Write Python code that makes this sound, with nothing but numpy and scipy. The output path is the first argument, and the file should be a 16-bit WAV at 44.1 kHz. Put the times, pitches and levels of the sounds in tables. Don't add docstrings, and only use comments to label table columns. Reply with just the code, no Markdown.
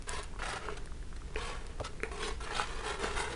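import sys
import numpy as np
from scipy import signal
from scipy.fft import rfft, irfft
from scipy.io import wavfile
from scipy.ndimage import uniform_filter1d

SR = 44100
rng = np.random.default_rng(int(sys.argv[2]) if len(sys.argv) > 2 else 0)


def generate_wav(sig):
    pcm = np.round(np.clip(np.atleast_2d(sig).T, -1, 1) * 32767).astype(np.int16)
    wavfile.write(sys.argv[1], SR, pcm)


N = 147735

# frequency in Hz, gain in dB.
RASP_COLOUR = [(60, -4.5), (200, -10.5), (290, -10), (430, -4), (580, -6.5), (720, -1), (1000, -2),
               (1300, -2.5), (1750, -3.5), (2300, -7), (3200, -10.5), (5000, -17.5), (10500, -24.5)]
THUMP_HZ = 442
CUTOFF_HZ = 10610


def amp(db):
    return 10 ** (np.asarray(db) / 20)


def unit(x):
    return x / np.sqrt(np.mean(x ** 2) + 1e-20)


def add(mix, start_s, sound):
    first = max(round(start_s * SR), 0)
    part = mix[first:][:len(sound)]
    part += sound[:len(part)]


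def colour(x, points):
    hz, db = np.transpose(points)
    f = np.fft.rfftfreq(len(x), 1 / SR)
    gain = amp(np.interp(np.log(f + 1), np.log(hz), db))
    return irfft(rfft(x) * gain, len(x))


def grains(per_s, spread_db, size):
    strength = amp(spread_db * np.minimum(rng.exponential(1, size), 5))
    sign = rng.choice([-1, 1], size)
    happens = rng.random(size) < per_s / SR
    return strength * sign * happens


def echoes(x, t60, db, size=16384):
    t = np.arange(size) / SR
    decay = np.exp(-np.log(1000) * t / t60)
    tail = rng.standard_normal(size) * decay * (t > 1 / 1000)
    reflected = signal.fftconvolve(x, tail / np.linalg.norm(tail))[:len(x)]
    return x + amp(db) * reflected


def resonance(x, hz, width_hz):
    b, a = signal.iirpeak(hz, hz / width_hz, SR)
    return signal.lfilter(b, a, x)


def tub(x, boom_db=0):
    # frequency in Hz, width in Hz, level in dB over the direct sound at a boom of 0 dB.
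    tub_modes = [(338, 20, -2), (408, 36, 7), (455, 55, 2)]
    return x + sum(amp(db + boom_db) * resonance(x, hz, width) for hz, width, db in tub_modes)


def patchy(x):
    patch_hz, patch_s, patch_db = 500, 0.022, 4
    window, hop = 256, 64
    z = signal.stft(x, nperseg=window, noverlap=window - hop)[2]
    bands, frames = max(round(patch_hz * window / SR), 1), max(round(patch_s * SR / hop), 1)
    field = uniform_filter1d(rng.standard_normal(z.shape), bands, axis=0)
    field = uniform_filter1d(field, frames, axis=1)
    patched = z * amp(patch_db * unit(field))
    return signal.istft(patched, nperseg=window, noverlap=window - hop)[1][:len(x)]


def rasp_and_hiss(length, attack, release, rasp_db, hiss_db, tilt_db, ring_hz, ring_db, boom_db, size=16384):
    # frequency in Hz, gain in dB.
    hiss_colour = [(300, -3), (1200, -11), (2500, 4.5), (3700, 6), (5200, 0), (7500, -2), (9200, 2),
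                   (11000, -5.5)]
    rasp_per_s, rasp_spread_db = 5000, 1
    hiss_per_s, hiss_spread_db = 19000, 5
    flutter_hz, flutter_db = 68.6, 1.74
    ring_width_hz = 120
    walls_t60, walls_db = 0.029, -2
    hiss_at_ends_db = -8

    t = np.arange(size) / SR
    length = max(length, 1 / 100)
    envelope = np.minimum(t / attack, 1) * np.exp(-np.maximum(t - length, 0) / release)
    arc = np.sin(np.pi * np.minimum(t / (length + release / 2), 1))
    slow_noise = colour(rng.standard_normal(size), [(flutter_hz, 0), (2 * flutter_hz, -60)])
    flutter = amp(flutter_db * unit(slow_noise))

    coarse = flutter * grains(rasp_per_s, rasp_spread_db, size)
    rasp = tub(colour(coarse, RASP_COLOUR), boom_db)
    rasp = rasp + amp(ring_db) * resonance(rasp, ring_hz, ring_width_hz)

    fine = flutter * grains(hiss_per_s, hiss_spread_db, size)
    hiss = patchy(colour(colour(fine, hiss_colour), [(4000, 0), (9000, tilt_db)]))

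    rasp = unit(envelope * echoes(rasp, walls_t60, walls_db))
    hiss = unit(envelope * echoes(hiss, walls_t60, walls_db))
    hiss_gain = amp(hiss_db + hiss_at_ends_db * (1.5 - arc))
    sound = amp(rasp_db) * rasp + hiss_gain * hiss
    return sound * np.sqrt(np.mean(envelope ** 2))


def background():
    # frequency in Hz, relative gain in dB.
    floor_colour = [(10, -3.5), (22, 1.5), (33, -2.5), (45, -6), (57, -3.5), (72, -15.5), (100, -18),
                    (150, -19.5), (260, -26.5), (400, -27.5), (600, -38), (1500, -40), (4000, -45),
                    (10500, -48.5)]
    floor_db = -41
    return amp(floor_db) * unit(colour(rng.standard_normal(N), floor_colour))


def squish():
    # time in seconds, level in dB.
    squish_levels = [(0, -62.5), (.3, -58), (.8, -54.5), (1.02, -70), (1.3, -60), (1.6, -54.5),
                     (1.78, -57.5), (1.9, -55.5), (2.05, -65.5), (3.35, -49.5)]
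    per_s, spread_db = 500, 3
    clicks = colour(grains(per_s, spread_db, N), RASP_COLOUR)
    ticks = unit(tub(clicks, boom_db=7.0))
    seconds, db = np.transpose(squish_levels)
    return amp(np.interp(np.arange(N) / SR, seconds, db)) * ticks


def noisy_chirp(starts, ends, *settings):
    return rasp_and_hiss(ends - starts, *settings)


def gulp():
    length_s, air_db, first_hz, last_hz = 0.027, -35, 916, 395
    roughness, boom_db = 0.72, -5.5
    push_db, push_hz = -32.5, 86
    t = np.arange(0, length_s, 1 / SR)
    turns = np.cumsum(first_hz * (last_hz / first_hz) ** (t / length_s)) / SR
    wet = 1 + roughness * unit(uniform_filter1d(rng.standard_normal(len(t)), size=60))
    air = wet * np.sin(2 * np.pi * turns) + amp(boom_db) * np.sin(2 * np.pi * THUMP_HZ * t)
    push = np.sin(2 * np.pi * push_hz * t)
    swell = np.sin(np.pi * t / length_s)
    return swell * (amp(air_db) * air + amp(push_db) * push)


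def snap(db, tilt_db, size=1024):
    decay_s = 0.00053
    t = np.arange(size) / SR
    tilt = [(CUTOFF_HZ / 16, -4 * tilt_db), (CUTOFF_HZ, 0)]
    burst = unit(colour(rng.standard_normal(size), tilt))
    return amp(db) * burst * np.exp(-t / decay_s)


def pop(db, hz, size=2048):
    decay_s, rise_per_s = 0.0018, 25
    t = np.arange(size) / SR
    cycles = hz * (t + rise_per_s * t ** 2 / 2)
    ring = np.sin(2 * np.pi * cycles) * np.exp(-t / decay_s)
    return amp(db) * echoes(ring, t60=0.036, db=-8)


def knock(db, contact_hz, decay_s, thump_db, size=4096):
    # multiple of the contact pitch, level in dB.
    contact_modes = [(.7, -6.5), (.87, -4.5), (1.08, -2.5), (1.27, -7), (2.1, -20.5)]
    thump_s = 0.0069
    t = np.arange(size) / SR
    clack = np.zeros(size)
    for i, (multiple, mode_db) in enumerate(contact_modes):
        sign = (-1) ** i
        clack += sign * amp(mode_db) * np.sin(2 * np.pi * multiple * contact_hz * t)
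    thump = amp(thump_db) * np.sin(2 * np.pi * THUMP_HZ * t) * np.exp(-t / thump_s)
    return amp(db) * echoes(clack * np.exp(-t / decay_s) + thump, t60=0.12, db=-10.5)


def stroke(lands, lifts, *settings):
    return rasp_and_hiss(lifts - lands, *settings)


def scene():
    # start in seconds, level in dB, treble tilt in dB per octave.
    snap_rows = [(.023, -30.5, -2), (0.0933, -14.5, 5.5), (.231, -34, 0), (0.2355, -23.5, 6),
                 (0.242, -30.5, 2), (0.859, -35, -2), (1.217, -40.5, -4), (1.346, -31, -3.5),
                 (1.358, -29, -11), (1.667, -33.5, 0), (1.801, -28, -6.5), (2.0337, -28, 7),
                 (2.673, -29, -4), (2.996, -31, 18)]
    # start in seconds, level in dB, first pitch in Hz.
    pop_rows = [(.338, -39.5, 970), (0.361, -37, 980), (0.391, -34.5, 1310), (.874, -41, 1560),
                (0.92, -38.5, 1250), (1.027, -43, 1680), (1.128, -37.5, 1370), (1.164, -42, 1740),
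                (1.219, -40.5, 1230), (1.799, -32, 1150)]
    # start in seconds, level in dB, contact pitch in Hz,
    # its decay in seconds, thump in dB before the level is applied.
    knock_rows = [(.419, -27, 1520, 0.0021, -31), (.685, -23, 1260, 0.002, -11.5),
                  (1.3592, -23, 2260, 0.0014, -5.5), (2.002, -33, 1890, 0.0014, -8),
                  (2.0336, -15, 1950, 0.001, -11.5), (2.23, -25, 1500, 0.0015, -11),
                  (2.596, -20, 1184, 0.0039, -13.5), (3.043, -25.5, 1380, 0.0028, 0.5)]
    # start, end, attack and release in seconds, rasp in dB,
    # hiss in dB before its arc, hiss tilt in dB from 4 to 9 kHz, ring in Hz, its level in dB, boom in dB.
    burst_rows = [(0.067, 0.198, .012, 0.037, -42, -43.5, -1, 1330, -3, -4),
                  (0.387, 0.41, 0.0032, .02, -46, -55, 0, 1350, -15, -7),
                  (0.417, 0.561, 0.013, 0.044, -39, -43.5, 0.5, 1320, 1.5, -1),
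                  (0.607, 0.736, 0.032, 0.014, -45, -64, 11, 1300, -18, 6.5),
                  (0.762, 0.782, 0.011, 0.0055, -46.5, -45.5, -5, 1360, 6, 0),
                  (1.159, 1.168, 0.0033, .012, -55, -51, 0, 1860, 2, -4),
                  (1.364, 1.515, 0.0044, 0.072, -42.5, -43.5, -5, 1170, 4.5, 1.5),
                  (1.827, 1.869, 0.029, 0.011, -41.5, -39, -5.5, 1320, 5, -10),
                  (2.039, 2.061, 0.0045, 0.048, -46.5, -56, 14, 2300, -6, 14),
                  (2.112, 2.215, 0.0027, 0.024, -44.5, -49.5, 3, 1140, 4, 6),
                  (2.175, 2.292, 0.052, 0.04, -39.5, -37.5, -4.5, 1170, -6, 0.5),
                  (2.401, 2.445, 0.0033, 0.035, -45.5, -43.5, -1.5, 1310, 3, 1),
                  (2.45, 2.521, 0.025, .03, -41.5, -57, 0, 1333, 7, 6),
                  (2.504, 2.636, 0.052, 0.022, -37.5, -36.5, -7, 1250, -12, -8.5),
                  (2.638, 2.81, 0.0082, 0.036, -45, -49, -2, 1410, -8, -2),
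                  (2.812, 2.927, .05, 0.047, -37.5, -40.5, 0, 1320, 4, 3.5),
                  (2.983, 3.027, 0.011, 0.016, -40.5, -49, 11, 1320, -10, 8),
                  (3.017, 3.062, 0.013, 0.034, -35, -44, -2, 1260, -12, 0.5),
                  (3.079, 3.168, 0.0053, 0.075, -42.5, -49, 0, 1340, -8, 2),
                  (3.154, 3.232, 0.015, 0.064, -36, -38, 4.5, 1330, 4.5, 1),
                  (3.266, 3.336, 0.065, 0.022, -41, -42.5, 1, 1320, -25, 7)]
    chirp_row = 4
    gulp_at_s = 1.797
    room_t60, room_db = .3, -14

    mix = squish()
    add(mix, gulp_at_s, gulp())
    for source, rows in ((snap, snap_rows), (pop, pop_rows), (knock, knock_rows)):
        for start_s, *settings in rows:
            add(mix, start_s, source(*settings))
    for i, row in enumerate(burst_rows):
        burst = noisy_chirp(*row) if i == chirp_row else stroke(*row)
        add(mix, row[0], burst)
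    mono = echoes(mix, room_t60, room_db) + background()
    return np.array([mono, mono])


def record(dry):
    lowpass = signal.firwin(171, CUTOFF_HZ, window=("kaiser", 7), fs=SR)
    return signal.oaconvolve(dry, lowpass[None], "same")


dry = scene()
out = record(dry)
generate_wav(out)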